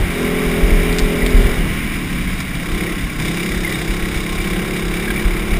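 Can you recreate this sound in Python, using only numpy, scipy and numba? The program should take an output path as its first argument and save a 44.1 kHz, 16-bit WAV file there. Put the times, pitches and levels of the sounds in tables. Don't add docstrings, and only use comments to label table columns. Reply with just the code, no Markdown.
import sys
import numpy as np
from scipy import signal
from scipy.io import wavfile
from scipy.ndimage import uniform_filter1d
from numba import njit

SR = 44100
rng = np.random.default_rng(int(sys.argv[2]) if len(sys.argv) > 2 else 0)


def master(y):
    cut = np.clip(np.atleast_2d(y).T, -1, 1)
    pcm = np.round(cut * 32767)
    wavfile.write(sys.argv[1], SR, pcm.astype(np.int16))


def gain_from_db(level_db):
    decades = np.asarray(level_db, float) / 20
    return 10 ** decades


N = 246519

# [t/s, firing rate f/Hz]
REVS = [(0.0, 41.12), (0.78, 42.38), (1.49, 41.43), (1.85, 39.44), (2.05, 37.4), (2.19, 34.3),
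        (2.72, 33.36), (2.91, 34.46), (3.21, 32.73), (3.53, 34.34), (3.86, 32.55), (3.92, 34), (4.4, 33.55),
        (4.67, 34.69), (4.89, 33.45), (5.06, 36.23), (5.17, 35.2), (5.59, 34.77)]
# [t/s, level/dB]
ENGINE = [(0.0, -26), (0.19, -18.5), (1.23, -19), (1.37, -18.5), (1.84, -24.5), (2.22, -24.5), (2.48, -31),
          (2.83, -21.5), (3.18, -29.5), (3.19, -22), (3.28, -22), (4.39, -24), (4.47, -21.5), (5.59, -23)]
# [opens t/s, shuts t/s, labour 0-1]
THROTTLE = [
    (0.07, 1.55, 0),
    (2.59, 2.92, 0.46),
    (3.187, 6, 1),
]
# [multiple of firing rate, level/dB]
FAST_PARTIALS = [(1, 0), (2, -17), (3, -41), (4, -6.5), (5, -14.5), (6, -9), (7, -19.5), (8, -15),
                 (9, -11.5), (10, -9), (11, -20.5), (12, -51), (13, -22), (14, -20.5), (15, -28),
                 (16, -26.5)]
# [multiple of firing rate, level/dB]
SLOW_PARTIALS = [(1, 0), (2, -32), (3, -12), (4, -9), (5, 0.5), (6, -2.5), (7, -36.5), (8, -23), (9, -7),
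                 (10, -4), (11, -7), (12, -20), (13, -14), (14, -16), (15, -53), (16, -19.5)]
# [multiple of firing rate, level/dB]
COAST_PARTIALS = [(1, -3), (2, -7), (3, -9), (4, 0), (5, 1.5), (6, -4), (7, -3.5), (8, -1.5), (9, -4.5),
                  (10, -19), (11, -15.5), (12, -18), (13, -30), (14, -30), (15, -30), (16, -36)]
# [f/Hz, width/Hz, level/dB]
CASE = [(713, 104, -5), (1066, 97, -4.5), (1359, 147, -9), (1650, 122, -8), (1980, 390, -4),
        (2335, 152, -1.5), (2760, 338, -9), (3330, 110, -9), (3700, 246, -4.5), (4990, 436, -10.5),
        (5764, 340, -13.5)]
# [f/Hz, density level/dB per Hz]
ROAD = [(20, 19), (45, 12), (80, -23), (170, 12), (300, 2), (420, 3.5), (520, -14), (900, -4), (2000, -31)]
# [t/s, level/dB]
WIND = [(0, -12.5), (.39, -43), (.64, -20.5), (1.25, -25), (1.42, -15), (1.67, -19), (1.9, -25),
        (2.15, -24), (2.6, -24), (3.0, -24.5), (3.13, -24), (3.26, -23), (3.45, -34), (3.75, -23.5),
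        (4.3, -24), (4.8, -26.5), (5.3, -22), (5.59, -21.5)]
# [t/s, peak level/dB, ring f/Hz]
JOLTS = [(0.246, -15, 34), (0.464, -10, 36.5), (0.569, -25, 45), (0.63, -3, 37.8), (0.716, -0.5, 35.6),
         (0.891, -8, 37.3), (1.019, -5, 31.2), (1.229, -6.5, 40), (1.343, 1, 35.2), (1.447, -4, 38.8),
         (1.58, -7, 35.7), (2.183, -12, 37.3), (2.721, -13.5, 38), (3.035, -12.5, 36.22),
         (3.327, -31, 38.76), (3.501, -12.5, 42.05), (3.567, -11.5, 38.5), (3.891, -8.5, 37.3),
         (4.027, -11, 32.33), (4.161, -12, 35.7), (4.385, -13, 36), (4.514, -10.5, 38.6),
         (4.831, -14, 36.3), (4.921, -15, 36.52), (5.009, -18, 42.4), (5.251, -5, 37.1),
         (5.516, -4.5, 33.3)]
# [t/s, peak level/dB, centre f/Hz, decay/s]
TICKS = [
    (0.9268, -10, 3830, 0.002),
    (0.93, -18, 3600, .001),
    (.9318, -11, 2190, 0.0015),
    (0.9851, -4, 4070, 0.0014),
    (.9860, -10, 2250, 0.002),
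    (0.992, -3.5, 4070, 0.0009),
    (.9985, -10, 4199, 0.0012),
    (1.2628, -3.5, 2190, 0.0022),
    (1.2635, -9, 4220, 0.002),
    (1.2684, -10, 3530, .001),
]
# [t/s, peak level/dB, ring f/Hz]
PINGS = [(1.2216, -8, 1980), (1.3308, -23, 2240), (2.8769, -13, 1920), (3.3862, -30, 1938),
         (3.6489, -4, 2104), (3.6765, -8, 1980), (3.7143, -9, 1980), (3.7445, -13, 3700),
         (4.0472, -28, 1890), (4.4026, -10.5, 2310), (5.047, -12, 2199), (5.0786, -12, 1650),
         (5.104, -6.5, 1615), (5.1046, -15, 2322), (5.104, -20, 3340), (5.161, -7.5, 2230),
         (5.179, -10, 2310)]
# [t/s, peak level/dB, thump level/dB]
KNOCKS = [
    (1.304, -22, -24),
    (2.378, -25, -28),
    (2.402, -15, -15),
    (2.5509, -21, -14),
    (3.1987, -17.5, -13),
    (3.271, -24, -20),
    (4.1611, -20.5, -46),
    (5.1018, -20, -14),
]
# [t/s, peak level/dB, half length/s]
HUM = [
    (2.21, -30, 0.23),
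    (3.0, -37, .12),
    (3.45, -35, 0.071),
    (4.503, -32.5, 0.17),
]

DRONE_DB, COAST_DRONE_DB = -1, 2.25
BARK_DB, COAST_BARK_DB, FAST_BARK_DB = -2.5, -5.5, 1.5
RASP_DB, COAST_RASP_DB = -27, -0.27
RASP_FOLLOW = 0.37
VALVE_DB, COAST_VALVE_DB, LABOUR_VALVE_DB = -37, 0.7, 4.5
FAST_COAST_VALVE_DB = -3
BEAT, COAST_BEAT, FAST_BEAT = 0.4, -0.19, -0.27
PEDAL_S, LABOUR_S = 0.07, 1.83
HUNT_HZ, HUNT_PEAK_S, HUNT_DEPTH_HZ = 3.23, 0.678, 0.55
WANDER_HZ = 0.3
MOUNT_WIDTH_HZ, MOUNT_T60_S, T60_S_PER_DB = 24, 0.39, 0.0148
HUM_HZ, HUM_REST_DB = 185, -38
COAST_ROAD_DB = -5


def set_rms(x, db):
    return x * gain_from_db(db) / np.sqrt(np.mean(x ** 2))


def curve(rows):
    s, *columns = np.transpose(rows)
    return [np.interp(np.arange(N) / SR, s, c) for c in columns]


@njit
def svf(x, hz, width):
    y, b, l = np.empty(len(x)), 0., 0.
    g, k = np.tan(np.pi * hz / SR), width / hz
    for i in range(len(x)):
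        v = (b + g * (x[i] - l)) / (1 + g * (g + k))
        b, l, y[i] = 2 * v - b, l + 2 * g * v, k * v
    return y


def twice(x, hz, width):
    return svf(svf(x, 1. * hz, 1. * width), 1. * hz, 1. * width)


def svf_noise(hz, width):
    return set_rms(svf(rng.standard_normal(N), 1. * hz, 1. * width), 0)


def walk(rate):
    k = int(SR / rate)
    steps = np.repeat(rng.standard_normal(N // k + 1), k)
    return 1.33 * uniform_filter1d(uniform_filter1d(steps, k), k)[:N]


def add(out, s, burst):
    i = int(s * SR)
    out[i:i + len(burst)] += burst[:N - i]


def ring(hz, t60, rise, kick=0):
    t = np.arange(int(t60 * SR)) / SR
    hurried = t + kick * (1 - np.exp(-t / .01))
    return -np.sin(2 * np.pi * hz * hurried) * (1 - np.exp(-t / rise)) * gain_from_db(-60 * t / t60)


def case(shake, modes):
    out = 0
    for k, (hz, width, db) in enumerate(modes):
        out = out + (-1) ** k * gain_from_db(db + 0.53 * walk(9)) * twice(shake, hz, 1.9 * width)
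    return set_rms(out, 0)


def pedal():
    t = np.arange(N) / SR
    throttle = labour = 0
    for opens, shuts, weight in THROTTLE:
        ramp = np.clip((t - opens) / PEDAL_S, 0, 1) * np.clip(1 - (t - shuts) / PEDAL_S, 0, 1)
        throttle = throttle + ramp
        labour = labour + ramp * weight * np.exp(-((t - opens) / LABOUR_S) ** 2)
    return throttle, labour


def share_fast(hz):
    return np.clip((hz - 34) / 8, 0, 1)


def loudness(hz):
    coast = 1 - pedal()[0]
    drone_db = curve(ENGINE)[0] + DRONE_DB + COAST_DRONE_DB * coast
    bark_db = BARK_DB + COAST_BARK_DB * coast + FAST_BARK_DB * share_fast(hz) * (1 - coast)
    return drone_db, bark_db


def frame():
    t = np.arange(N) / SR
    swell = gain_from_db(HUM_REST_DB)
    for s, db, half in HUM:
        swell = swell + gain_from_db(db) * np.exp(-((t - s) / half) ** 2)
    note = np.sin(2 * np.pi * HUM_HZ * t + 0.75 * walk(5) + 0.18 * walk(5.4))
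    return np.sqrt(2) * swell * gain_from_db(2.1 * walk(13)) * note


def road(levels):
    out, (f, db) = 0, np.transpose(ROAD)
    drone_db, bark_db = (uniform_filter1d(c, size=SR // 6) for c in levels)
    coast = 1 - pedal()[0]
    for hz in 25 * 2 ** np.arange(0, 6, .5):
        band_db = np.interp(np.log(hz), np.log(f), db) + 10 * np.log10(hz / 170)
        band_db = band_db + (hz > 270) * 0.26 * bark_db + (hz > 380) * COAST_ROAD_DB * coast
        out = out + gain_from_db(band_db + 0.61 * walk(5.974)) * svf(svf_noise(hz, hz / 2), hz, hz / 2)
    return out * gain_from_db(drone_db - 16.5)


def mount():
    out = gain_from_db(curve(WIND)[0] - 2.0 + 0.7 * walk(9)) * svf_noise(31.6, MOUNT_WIDTH_HZ)
    for s, db, hz in JOLTS:
        t60 = max(MOUNT_T60_S + T60_S_PER_DB * db, .05)
        add(out, s, gain_from_db(db) * ring(hz, t60, 0.0025, kick=0.0046))
    return out


def latch():
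    out, t = np.zeros(N), np.arange(SR // 30) / SR
    for s, db, hz, decay in TICKS:
        crack = rng.standard_normal(len(t)) * np.exp(-t / max(decay, .0004))
        tick = twice(crack, hz, .7 * hz)
        add(out, s, gain_from_db(db - 3.5) * tick / np.abs(tick).max())
    return out


def knocks():
    shake, out, t = np.zeros(N), np.zeros(N), np.arange(SR // 30) / SR
    for s, db, thump_db in KNOCKS:
        add(shake, s, gain_from_db(db) * rng.standard_normal(len(t)) * np.exp(-t / 0.0091))
        add(out, s - .002, -gain_from_db(thump_db + 2.5) * ring(134.0, 0.04, 0.0012))
    for s, db, hz in PINGS:
        add(out, s - .002, gain_from_db(db) * ring(hz, 0.038, 0.0033))
    return out + case(shake, CASE) * np.std(shake) * gain_from_db(-4.5)


def rasp(hz, turns):
    (throttle, labour), fast, engine_db = pedal(), share_fast(hz), curve(ENGINE)[0]
    coast = 1 - throttle
    follow_db = RASP_FOLLOW * (engine_db - engine_db.mean())
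    rasp_db = RASP_DB + follow_db + COAST_RASP_DB * coast
    valve_db = VALVE_DB + follow_db + LABOUR_VALVE_DB * labour
    valve_db = valve_db + (COAST_VALVE_DB + FAST_COAST_VALVE_DB * fast) * coast
    depth = np.clip(BEAT + COAST_BEAT * coast + FAST_BEAT * fast, 0, 1)
    size = gain_from_db(1.2 * rng.standard_normal((int(turns[-1]) + 2, 2)))[turns.astype(int)].T
    puff = size[0] * np.exp(1.8 * (np.cos(2 * np.pi * turns + np.pi) - 1))
    after = turns % 1 - .4
    clack = size[1] * (after > 0) * np.exp(-np.abs(after) / 0.56)
    grit = gain_from_db(0.19 * walk(300) + 0.59 * walk(22.31))
    gas = rng.standard_normal(N) * grit * (1 - depth + 1.9 * depth * puff)
    valves = rng.standard_normal(N) * grit * (1 - depth + 1.54 * depth * clack)
    draught = case(rng.standard_normal(N) + 0.79 * gas, CASE[1:4])
    boom = svf(gas, 1. * CASE[0][0], 1. * CASE[0][1]) * gain_from_db(5 + 4 * throttle)
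    body = case(gas, CASE[4:7]) * gain_from_db(-0.5) + draught * gain_from_db(-8.0) + boom
    return gain_from_db(rasp_db) * body + gain_from_db(valve_db) * case(valves, CASE[7:])


def even(x):
    return x / np.sqrt(uniform_filter1d(x ** 2, size=SR // 5) + 1e-9)


def exhaust(hz, turns, levels):
    (drone_db, bark_db), fast, throttle = levels, share_fast(hz), pedal()[0]
    low = high = 0
    rows = zip(FAST_PARTIALS[1:], SLOW_PARTIALS[1:], COAST_PARTIALS[1:])
    for (k, fast_db), (_, slow_db), (_, coast_db) in rows:
        open_db = fast * fast_db + (1 - fast) * slow_db
        db = throttle * open_db + (1 - throttle) * coast_db
        lag = np.pi / 2 * k * k if k < 7 else .55 * k * k - 4.7 * k
        partial = gain_from_db(db + 1.3 * walk(8)) * np.sin(2 * np.pi * k * turns + lag + .2 * walk(8))
        upper = np.clip((k * hz - 270) / 30, 0, 1)
        low = low + (1 - upper) * partial
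        high = high + upper * partial
    return gain_from_db(drone_db - 2.27) * (even(low) + gain_from_db(bark_db + 0.33) * even(high))


def scene():
    hz, = curve(REVS)
    fast = share_fast(hz)
    hunt = np.cos(2 * np.pi * HUNT_HZ * (np.arange(N) / SR - HUNT_PEAK_S))
    hz = hz + WANDER_HZ * (1 - fast) * walk(7) + HUNT_DEPTH_HZ * fast ** 2 * hunt
    turns = np.cumsum(hz * (1 + .004 * walk(20))) / SR
    levels = loudness(hz)
    background = frame() + road(levels)
    handling = mount() + latch() + knocks()
    return (background + handling + rasp(hz, turns) + exhaust(hz, turns, levels))[None]


def low_pass(x):
    return signal.sosfilt(signal.butter(12, 15700, fs=SR, output="sos"), x)


def record(dry):
    squeezed = np.tanh(.4 * dry) / .4
    slow = signal.resample_poly(squeezed, 40, 147, axis=1)
    held = signal.resample_poly(np.repeat(slow, 4, axis=1), 147, 160, axis=1)
    top = signal.ellip(12, .2, 60, 15290, fs=SR, output="sos")
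    mix = np.clip(signal.sosfilt(top, held[:, :N]), -1, 1)
    return low_pass(mix)


dry = scene()
out = record(dry)
master(out)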